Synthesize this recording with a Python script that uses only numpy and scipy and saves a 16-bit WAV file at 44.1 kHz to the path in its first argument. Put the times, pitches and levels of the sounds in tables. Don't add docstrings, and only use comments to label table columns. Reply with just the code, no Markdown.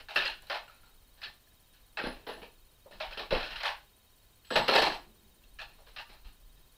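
import sys
import numpy as np
from scipy import signal
from scipy.fft import rfft, irfft
from scipy.io import wavfile
from scipy.ndimage import uniform_filter1d

SR = 44100
rng = np.random.default_rng(int(sys.argv[2]) if len(sys.argv) > 2 else 0)


def to_linear_factor(level_db):
    exponent = np.asarray(level_db, float) / 20
    return 10 ** exponent


def store_pcm(level_fs):
    pcm = np.round(np.clip(level_fs, -1, 1) * 32767).astype(np.int16)
    wavfile.write(sys.argv[1], SR, np.atleast_2d(pcm).T)


N = 298546
SWARM = SR // 3
FRAME_HZ = 15.226

# frequency in Hz, width in Hz, level in dB.
WALL_MODES = [(1394, 310, -4), (1730, 193, 2.5), (2150, 700, -6), (2600, 410, 1), (3260, 720, -5)]


def level(x, db):
    return x * to_linear_factor(db) / np.sqrt(np.mean(x ** 2))


def ring(x, modes):
    total = 0
    for k, (hz, width, db) in enumerate(modes):
        total = total + (-1) ** k * to_linear_factor(db) * signal.lfilter(*signal.iirpeak(hz, hz / width, fs=SR), x)
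    return total


def ring_twice(x, hz, width, second_width):
    return ring(ring(x, [(hz, width, 0)]), [(hz, second_width, 0)])


def add(out, s, piece):
    i = max(int(s * SR), 0)
    out[i:i + len(piece)] += piece[:max(len(out) - i, 0)]


def swarm_at(s):
    return slice(int(s * SR), int(s * SR) + SWARM)


def bounces():
    hit = rng.random(N + SR) < 3000 / SR
    return hit * rng.choice([-1, 1], N + SR) * to_linear_factor(1.3 * rng.exponential(1, N + SR))


def fade(db, fade_db, rise_s, bend):
    t = np.arange(SWARM) / SR
    return to_linear_factor(db - max(fade_db, 3) * (t / 0.083) ** bend) * (1 - np.exp(-t / rise_s))


def strike(grip):
    push = np.hanning(13)[1:-1]
    modes = [(hz, 2.8 * width, db + g) for (hz, width, db), g in zip(WALL_MODES, grip)]
    rung = ring(np.pad(push, (0, 2000)), modes)
    return rung / np.max(np.abs(rung))


def tools():
    # frequency in Hz, width in Hz, level in dB.
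    hollow_modes = [(503, 335, -3), (605, 256, 0.5), (820, 110, 2), (1030, 790, -6.5)]
    click_modes = [(3915, 770, 2.5), (4330, 640, 8.5), (4700, 490, 5.5), (5380, 900, -1)]
    # start in seconds, clack in dB, hollow in dB relative to clack, hollow
    # pitch in Hz, linger in seconds (longer fades slower; anything below 0.03 counts as 0.03).
    picking = [(0.0005, -36, -7.5, 470, 0.04), (0.0855, -31.5, -7, 727, 0.5), (0.1512, -44, 4, 600, 0.2),
               (0.1594, -14.5, -11, 570, 0.1), (0.205, -23, -11, 1100, 0.44),
               (0.2538, -27, -12.5, 1260, 0.24), (0.299, -47, 4, 810, -1.53), (0.4209, -48, -2.5, 576, 0.2),
               (0.4685, -48, -9, 620, 0.5), (0.4988, -23, -3, 582, 0.27), (0.5413, -32.5, 3, 743, 0.15),
               (0.6775, -51.5, -4, 1400, 0.9), (0.8315, -57.5, 0, 1430, 0.6), (1.1744, -52, -5.5, 1030, 2),
               (1.2160, -35, -20, 1160, -0.1), (1.231, -32, -12.5, 1245, 0.21), (1.732, -55, -29, 514, 0.3)]
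    setting_down = [
        (1.9722, -23.5, -1.5, 727, 0.014),
        (1.988, -27, -4.5, 535, 0.2),
        (2.0374, -29, -4.5, 526, 0.29),
        (2.0626, -42, 7.5, 425, 0.17),
        (2.1194, -49, -4.5, 864, 1),
        (2.2672, -32, -2.5, 760, 0.094),
        (2.2857, -34.5, 0.5, 473, 0.25),
        (2.3294, -51, -24, 504, 0.15),
        (2.3734, -52, 5.5, 750, 0.34),
        (2.418, -39, -4, 490, 0.16),
    ]
    stirring = [(2.857, -61.5, 17.5, 487, 0.11), (2.9104, -45, -4.5, 536, 0.52),
                (3.0016, -27, -2.5, 616, 0.26), (3.039, -52, 7, 770, 0.2), (3.109, -35, -7, 580, 0.3),
                (3.1734, -27.5, -6.5, 448, 0.073), (3.1935, -30.5, -3, 384, 0.29),
                (3.3074, -24, -4, 500, 0.52), (3.3214, -31, 3, 500, 0.34), (3.358, -43, 10, 573, 0.14),
                (3.3994, -36, -7, 557, 0.24), (3.4294, -31.5, -32, 535, 0.19), (3.458, -37, -3, 880, 0.24),
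                (3.505, -30.5, -9, 627, 0.32), (3.5574, -31, -14, 1400, 0.19),
                (3.6032, -28, -11, 1200, 0.11), (3.633, -23, -2.5, 1160, 0.4),
                (3.6547, -25, -12, 1320, 0.17), (3.6894, -45.5, 19, 695, 0.034)]
    dropping = [(4.4483, -50.5, -28, 507, 1), (4.5046, -24.5, -1, 574, 0.56),
                (4.557, -12.5, -3, 547, 0.069), (4.573, -26.5, 7.5, 640, 0.27),
                (4.6394, -34, -8.5, 870, 0.5), (4.6801, -14, -2.5, 520, 0.21), (4.711, -31, 7.5, 726, 0.3),
                (4.7364, -17, -6, 872, 0.081), (4.7521, -11.5, -1, 471, 0.18),
                (4.7824, -25.5, 2, 870, 0.46), (4.818, -18, 0.5, 628, 0.35), (4.8654, -27, 9.5, 890, 0.063),
                (4.9194, -30, 0, 770, 0.15)]
    tidying = [(5.434, -58, -18, 422, 0.083), (5.588, -32, -11.5, 1380, 0.1), (5.6124, -33, -8, 800, 0.071),
               (5.6894, -54.5, -8, 830, 0.53), (5.7814, -58.5, 11, 575, 0.18),
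               (5.8655, -46.5, -7, 480, 0.32), (5.9628, -31, -11, 1260, 0.14),
               (5.9874, -35.5, -8, 1220, 0.11), (6.092, -44.5, -8.5, 820, 0.36),
               (6.14, -60.5, 4, 1380, 0.15), (6.2465, -48, -8, 755, 0.31), (6.5694, -60.5, -4, 404, 0.16)]
    actions = [(picking, -9.5), (setting_down, -12), (stirring, -9.5), (dropping, -7), (tidying, -9.5)]
    contacts = [(*row, click_db) for rows, click_db in actions for row in rows]
    firm_db = -34.5

    knocks, out = bounces(), np.zeros(N)
    hollow = level(ring(ring(knocks, hollow_modes), [(745, 500, 0)]), -9.5)
    wall_knocks = ring(knocks, [(2245, 3200, 0)])
    walls = level(np.array([(-1) ** k * ring(wall_knocks, [mode]) for k, mode in enumerate(WALL_MODES)]), -15.5)
    click = level(ring(ring(knocks, click_modes), [(3870, 1400, 0.022)]), -8)
    click = click + level(ring(knocks, [(9500, 6500, 0)]), -27.5)
    for s, db, hollow_db, hz, linger_s, click_db in contacts:
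        part, fade_db = swarm_at(s), 4 / max(linger_s, .03)
        grip = 1.8 * rng.standard_normal(len(WALL_MODES))
        steel_hz = 1250 * 2.6 ** rng.random(3)
        click_db = click_db + 0.1651 * (firm_db - db)
        soft_db = .3 * max(firm_db - db, 0)
        clack = to_linear_factor(grip) @ walls[:, part] / np.sqrt(np.mean(to_linear_factor(2 * grip)))
        note = level(ring_twice(knocks[part], hz, 110, 350), -12.5)
        clink = level(ring(knocks[part], [(f, 60, 0) for f in steel_hz]), -22)
        rattle = clack + clink + to_linear_factor(click_db) * click[part]
        crack = clack + to_linear_factor(click_db + 9.0) * click[part]
        add(out, s, (hollow[part] + note) * fade(db + hollow_db, 1.39 * fade_db, 0.0041, 1.86))
        add(out, s, rattle * fade(db, fade_db, 0.001, 1.79))
        add(out, s, crack * fade(db - 0.5 - soft_db, 900, 0.00017, 0.808))
        add(out, s, strike(grip) * to_linear_factor(db - 4.5 - soft_db))
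    return out


def impacts():
    # start in seconds, peak in dB, mode in Hz.
    knock_rows = [(0.1127, -48, 725), (0.1596, -33, 610), (0.2514, -40.5, 544), (0.2873, -38, 882),
                  (0.5009, -38.5, 595), (0.5358, -36, 857), (0.5777, -42.5, 628), (2.2868, -37, 852),
                  (2.2878, -36, 479), (2.3726, -47, 667), (2.4285, -49, 460), (2.4365, -48, 870),
                  (2.8585, -48, 555), (2.9303, -47, 604), (3.0052, -33.5, 620), (3.0281, -36, 662),
                  (3.0451, -36.5, 766), (3.1947, -50, 452), (3.2297, -41, 1134), (3.3234, -20.5, 551),
                  (3.3364, -23.5, 513), (3.3813, -41.5, 500), (3.4242, -37.5, 760), (3.5449, -50, 920),
                  (3.6327, -40, 595), (3.6716, -34, 886), (3.7235, -40, 952), (4.5067, -31.5, 654),
                  (4.5177, -30.5, 480), (4.5626, -19.5, 574), (4.5856, -27.5, 570), (4.6105, -25.5, 840),
                  (4.6375, -38.5, 800), (4.7073, -30.5, 550), (4.7233, -22, 797), (4.7392, -24.5, 820),
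                  (4.7522, -20.5, 516), (4.7741, -24, 573), (4.7921, -27, 885), (4.825, -21.5, 592),
                  (4.8979, -31.5, 806), (4.9098, -52, 850), (5.6282, -46.5, 820), (6.0023, -45, 855),
                  (6.0183, -44, 930)]
    clack_rows = [(0.0838, -43, 1730), (0.1686, -23, 1740), (0.1985, -25.5, 1760), (0.2215, -30.5, 2650),
                  (0.2584, -31, 1910), (0.2674, -30, 2710), (0.5048, -34, 1480), (1.9700, -32.5, 2600),
                  (1.9705, -32, 1694), (1.9865, -31, 1860), (1.9945, -36, 2570), (1.9984, -34, 1570),
                  (2.9243, -49, 1800), (3.0022, -43, 1400), (3.0082, -35, 2600), (3.1259, -39.5, 2580),
                  (3.1309, -40, 3160), (3.1927, -38, 1790), (3.3464, -32.5, 2716), (3.3693, -35, 1640),
                  (3.4043, -38, 1740), (3.4412, -39.5, 2650), (3.508, -45, 1670), (3.5569, -37.5, 2820),
                  (3.5629, -41, 1700), (3.6018, -39, 2610), (3.6467, -34.5, 3240), (3.6517, -30, 1340),
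                  (3.6547, -35, 2580), (3.6776, -32.5, 3250), (3.6986, -46, 1790), (4.5038, -33, 1355),
                  (4.5077, -29.5, 1653), (4.5556, -29.5, 2740), (4.5596, -23, 1500), (4.5706, -31, 2500),
                  (4.5716, -27.5, 3220), (4.6005, -32, 2710), (4.6823, -30.5, 2850), (4.6893, -24.5, 1350),
                  (4.7362, -23.5, 2620), (4.7522, -29.5, 1420), (4.7582, -29.5, 3080),
                  (4.7642, -31.5, 2080), (4.7731, -23.5, 2580), (4.7811, -34, 2490), (4.7821, -27, 1360),
                  (4.7861, -28.5, 3330), (4.817, -41.5, 2470), (4.832, -29, 1780), (4.842, -29.5, 3210),
                  (4.9019, -33, 1650), (5.5913, -40.5, 1710), (5.5983, -41, 2570), (5.9824, -40, 2720)]
    clink_rows = [(0.1048, -42, 3780), (0.1576, -31, 4350), (0.1656, -36, 5220), (0.1776, -31, 4190),
                  (0.1876, -25.5, 3730), (0.2514, -32, 4840), (0.2704, -51, 3520), (0.2754, -27, 4200),
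                  (0.4669, -52, 4030), (0.4969, -41.5, 4260), (0.4979, -40, 4910), (0.5118, -41, 4140),
                  (0.5248, -42, 4130), (1.2352, -38, 4070), (1.9700, -42, 3900), (2.0793, -49, 4950),
                  (3.0161, -40, 4220), (3.0221, -37, 3540), (3.1299, -48, 4950), (3.1927, -44, 3800),
                  (3.3145, -44, 3300), (3.4023, -48, 5000), (3.4053, -40.5, 4100), (3.4272, -42, 4040),
                  (3.5599, -40, 3900), (3.6317, -39, 4830), (3.6317, -32.5, 4230), (3.6627, -33, 4050),
                  (4.5327, -39.5, 3870), (4.5596, -25, 3990), (4.6794, -31, 5000), (4.6804, -30, 4330),
                  (4.6973, -30, 4440), (4.7302, -24, 4230), (4.7582, -23.5, 3850), (4.7582, -25.5, 4950),
                  (4.7731, -29.5, 4640), (4.7851, -28, 3650), (4.7881, -28.5, 4470), (4.821, -29.5, 5100),
                  (4.828, -27.5, 4310), (4.8619, -39.5, 4900), (4.8629, -30, 4090), (5.6142, -45, 3600)]
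    mixed_rows = [(0.677, -63, 7750), (1.974, -60.5, 7700), (5.437, -61, 2700), (5.439, -70, 3310),
                  (0.678, -51, 1390), (0.681, -54, 2800), (0.696, -49, 1310), (0.832, -55, 1380),
                  (1.2365, -43, 4440), (1.231, -41, 2570), (1.2365, -42, 1720), (1.247, -40, 3860),
                  (1.268, -44, 1730), (2.909, -47.5, 564), (1.2155, -47, 1740), (1.2155, -52, 4970),
                  (1.2365, -46, 3460), (1.244, -49, 4830), (1.254, -44, 4400), (1.258, -45, 3250),
                  (1.279, -52, 1800), (1.296, -55, 850), (4.562, -18.5, 630), (4.688, -18, 573),
                  (0.498, -57, 5240), (3.172, -41, 2700), (3.172, -52, 4350), (0.159, -24.5, 2700),
                  (0.159, -24.5, 1710), (1.472, -63, 1720), (1.52, -64, 1720), (4.446, -65, 1770),
                  (4.446, -58, 2870), (1.243, -40, 2800), (1.256, -42, 2600), (3.306, -33, 2770),
                  (3.306, -49, 5170), (3.69, -51, 2170)]
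    # rise in seconds, time to fade 60 dB in seconds, level in dB
    kinds = [(knock_rows, 0.0015, 0.071, 3.3), (clack_rows, 0.00074, 0.039, 4.5),
             (clink_rows, .0007, 0.041, 3.1), (mixed_rows, 0.0004, 0.038, 5)]
    onset_delay_s, snap_db, snap_t60_s = 0.001474, 3.5, 0.0082
    t, out = np.arange(SR // 10) / SR, np.zeros(N)
    for rows, rise_s, t60_s, kind_db in kinds:
        for s, db, hz in rows:
            shape = (1 - np.exp(-t / rise_s)) * to_linear_factor(db + kind_db - 60 * t / t60_s)
            splash = ring(ring(rng.standard_normal(len(t)), [(hz, hz / 2, 0)]), [(2600, 3300, 0)])
            snap = to_linear_factor(db + snap_db - 60 * t / snap_t60_s) * splash
            add(out, s + onset_delay_s, shape * np.sin(2 * np.pi * hz * t) + snap)
    return out


def thuds():
    # frequency in Hz, width in Hz, level in dB.
    bottom_modes = [(176, 20, -6.5), (240, 40, -9.5), (367, 120, -8.5)]
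    # start in seconds, thud in dB, pitch in Hz, fade in dB over the first 0.083 s.
    landings = [(0.157, -37.5, 388, 17), (1.257, -49, 143, 35), (1.993, -43, 420, 10),
                (2.04, -25.5, 276, 43), (2.066, -25, 294, 45), (2.268, -40, 433, 13.5),
                (2.375, -45, 430, 45), (2.42, -44, 386, 42), (2.859, -48.5, 396, 42), (2.917, -59, 148, 5),
                (3.171, -41.5, 420, 24), (3.307, -38, 307, 28), (3.325, -20.5, 430, 53),
                (3.357, -30.5, 324, 47), (3.429, -50, 320, 15), (4.508, -31, 425, 20),
                (4.567, -29.5, 205, 27), (4.558, -31, 521, 35), (4.598, -31, 149, 31),
                (4.691, -22.5, 410, 25), (4.756, -23, 400, 38), (4.818, -28, 346, 26),
                (4.867, -33.5, 288, 21.5), (5.06, -60.5, 225, 1.5), (6.1, -49, 240, 40)]
    knocks, out = bounces(), np.zeros(N)
    bottom = level(ring(ring(knocks, bottom_modes), [(296, 390, 0)]), -6.0)
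    for s, db, hz, fade_db in landings:
        part = swarm_at(s)
        note = level(ring_twice(knocks[part], hz, 40, 150), -6.5)
        add(out, s, (bottom[part] + note) * fade(db, fade_db, 0.00039, 0.7))
    return out


def singing():
    # start in seconds, peak in dB.
    bar_strikes = [(0.4214, -74), (3.1921, -65), (3.33, -62), (4.4494, -55.5), (4.5064, -42), (4.5344, -49),
                   (4.5796, -56), (4.6294, -60), (4.7393, -43.5), (4.7608, -51), (4.7994, -58),
                   (4.8444, -55)]
    gear_strikes = [
        (2.0303, -50.5),
        (2.069, -48),
        (2.2744, -54),
        (2.3251, -51.5),
        (2.4104, -62),
    ]
    pin_strikes = [
        (2.2722, -52),
    ]
    washer_strikes = [
        (0.151, -52),
        (0.4214, -62),
        (0.4677, -59),
    ]
    # strikes, mode in Hz, width in Hz, fade in dB per 0.083 s
    parts = [(bar_strikes, 7860, 35, 16), (gear_strikes, 10150, 90, 25),
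             (pin_strikes, 13400, 160, 30), (washer_strikes, 12700, 160, 30)]
    t, knocks, out = np.arange(SWARM) / SR, bounces(), np.zeros(N)
    for strikes, hz, width, fade_db in parts:
        shaken = level(ring_twice(knocks, hz, width, 4 * width), -7)
        free = 7 / width * np.sin(2 * np.pi * hz * t)
        for s, db in strikes:
            add(out, s, (free + shaken[swarm_at(s)]) * fade(db, fade_db, 0.0013, 1))
    return out


def ticks():
    # start in seconds, peak in dB, centre in Hz.
    edge_hits = [(0.147, -51, 9850), (0.1515, -46, 11100), (0.16, -39, 10400), (0.4209, -46.5, 9500),
                 (0.4688, -52, 11000), (3.6334, -48, 9500), (3.6526, -49, 9150), (4.5042, -50.5, 9850),
                 (4.56, -40.5, 12000), (4.6834, -38.5, 10600), (4.7386, -44, 9930), (4.7531, -37, 9620),
                 (4.8236, -36, 9600)]
    out = np.zeros(N)
    for s, db, hz in edge_hits:
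        burst = ring_twice(rng.standard_normal(SWARM), hz, 8200, 8200)
        add(out, s, level(burst, -3.5) * fade(db, 294.5, 0.0002, 1))
    return out


def room(x):
    t60_s, treble_t60_s, echo_db = 0.29, 0.27, -7
    t = np.arange(SR // 2) / SR
    noise = rng.standard_normal(len(t))
    bass = signal.lfilter(*signal.butter(1, 1500, fs=SR), noise)
    tail = bass * to_linear_factor(-60 * t / t60_s) + (noise - bass) * to_linear_factor(-60 * t / treble_t60_s)
    tail = tail * np.clip((t - .004) / 0.0085, 0, 1)
    return x + to_linear_factor(echo_db) * signal.fftconvolve(x, tail / np.sqrt(np.sum(tail ** 2)))[:N]


def rumble():
    # peak time in seconds, level in dB, release in dB per second.
    flexes = [(0.0, -41.5, 300), (0.17, -49, 32), (0.45, -61.5, 3.5), (0.81, -56, 20), (1.62, -60, 120),
              (1.81, -56, 30), (2.07, -38, 116), (2.32, -52.5, 25), (2.94, -46.5, 21.5), (3.09, -58.5, 33),
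              (3.345, -28, 148), (3.53, -41.5, 126), (3.67, -49, 130), (4.26, -63, 42), (4.58, -33.5, 166),
              (4.69, -41.5, 198), (4.799, -41.5, 49), (4.9, -49.5, 130), (5.239, -58, 71),
              (5.43, -50.5, 9.5), (5.98, -47, 180), (6.111, -46, 140), (6.26, -41.5, 194), (6.43, -50, 43),
              (6.58, -52, 134)]
    rise_db_per_s, still_db = 422, -64.5
    t = np.arange(N) / SR
    boards = ring(rng.standard_normal(N), [(22.05, 43.1, -0.4), (45.2, 27.3, -0.16)])
    boards = ring(boards, [(36.3, 189, 0)])
    energy = to_linear_factor(2 * still_db)
    for s, db, release_db_per_s in flexes:
        drop_db = np.maximum(rise_db_per_s * (s - t), release_db_per_s * (t - s))
        energy = energy + to_linear_factor(2 * (db - drop_db))
    return level(boards, -4.0) * np.sqrt(energy)


def beep(hz, length_s, db, glide=0.):
    t = np.arange(int(length_s * SR) + 8) / SR
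    wobble = np.cumsum(uniform_filter1d(rng.standard_normal(len(t)), size=60)) / 38
    phase = 2 * np.pi * hz * t * (1 + glide * (t / t[-1] - 1)) + wobble
    soft_ends = np.abs(np.sin(np.pi * t / t[-1])) ** .5
    return to_linear_factor(db) * np.sqrt(2) * soft_ends * np.sin(phase)


def housekeeping():
    # start in seconds, end in seconds.
    low_runs = [
        (0.1517, 3.0),
        (3.1733, 6.8),
    ]
    out = np.zeros(N)
    low = np.concatenate([np.arange(a, b, 3 / FRAME_HZ) for a, b in low_runs])
    high = [s for s in np.arange(0.0222, N / SR, 4 / FRAME_HZ) if np.min(np.abs(low - s)) > .02]
    for hz, times, db in ((9400, low, -68), (9950, high, -69.5)):
        for s in times:
            add(out, s, beep(hz, .011, db + rng.standard_normal()))
    return out


def camera():
    # frequency in Hz, density in dB per Hz.
    hiss_colour = [(35, -30), (60, 2), (180, -12), (500, -15), (1000, -18), (2000, -21.5), (3400, -21),
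                   (4600, -22.5), (6200, -24.5), (12000, -23.5), (14300, -24.5), (15000, -20), (15800, -36)]
    # frequency in Hz, level in dB.
    whines = [(1023, -87), (1744, -91), (2460, -91), (2579, -90), (2939, -87), (2998, -90), (3058, -92),
              (3122, -89), (3182, -84), (3241, -90), (14594, -94), (14713, -79), (14772, -94), (14831, -94),
              (15493, -101), (15612, -101), (15676, -100), (15735, -96)]
    # seconds into the frame, pitch in Hz, length in seconds,
    # level in dB, share of frames that have it.
    chirps = [(.028, 14350, .006, -72, 1), (.037, 14000, .007, -70.5, 1), (.045, 13450, .007, -71, 1),
              (.051, 13800, .005, -73, 1), (.051, 15000, .004, -80, 1), (.032, 8900, .003, -73.5, .8),
              (.041, 8850, .003, -73, .9), (.052, 8700, .003, -73, .9), (.053, 3780, .032, -71.5, 1),
              (.017, 4300, .014, -71.5, .65), (.032, 4030, .008, -73, .7), (.041, 4340, .008, -72, .8),
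              (.03, 5600, .01, -74, .06), (.004, 7750, .012, -72, .03)]
    t, (hiss_hz, hiss_db) = np.arange(N) / SR, np.transpose(hiss_colour)
    colour = to_linear_factor(np.interp(np.log(np.fft.rfftfreq(N, 1 / SR) + 1), np.log(hiss_hz), hiss_db))
    hiss = level(irfft(rfft(rng.standard_normal(N)) * colour, N), -66)
    out = hiss * to_linear_factor(.8 * np.cos(2 * np.pi * FRAME_HZ * (t - .04)))
    for hz, db in whines:
        out += to_linear_factor(db) * np.sqrt(2) * np.sin(2 * np.pi * hz * t)
    for frame_s in np.arange(-1, N / SR * FRAME_HZ) / FRAME_HZ:
        for s, hz, length_s, db, share in chirps:
            luck, stretch, drift = rng.random(3)
            if luck < share and frame_s + s > 0:
                chirp = beep(hz * (.996 + .008 * drift), length_s * (.75 + .4 * stretch), db, .05 * (drift - .6))
                add(out, frame_s + s, chirp)
    return out + housekeeping()


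def scene():
    echo_share = 0.4
    single = impacts()
    heard = room(to_linear_factor(-1.5) * tools() + echo_share * single + thuds() + singing() + ticks())
    return (heard + (1 - echo_share) * single + rumble())[None]


def roll_off(x):
    return signal.sosfilt(signal.butter(12, 15880, fs=SR, output="sos"), x)


def record(dry):
    heard = np.tanh(1.42 * dry) / 1.646
    pumping = signal.lfilter(*signal.butter(1, [25, 160], 'band', fs=SR), heard ** 2)
    heard = heard + .25 * pumping + camera()
    heard = signal.sosfilt(signal.ellip(10, .2, 60, 15780, fs=SR, output="sos"), heard)
    return roll_off(heard)


dry = scene()
out = record(dry)
store_pcm(out)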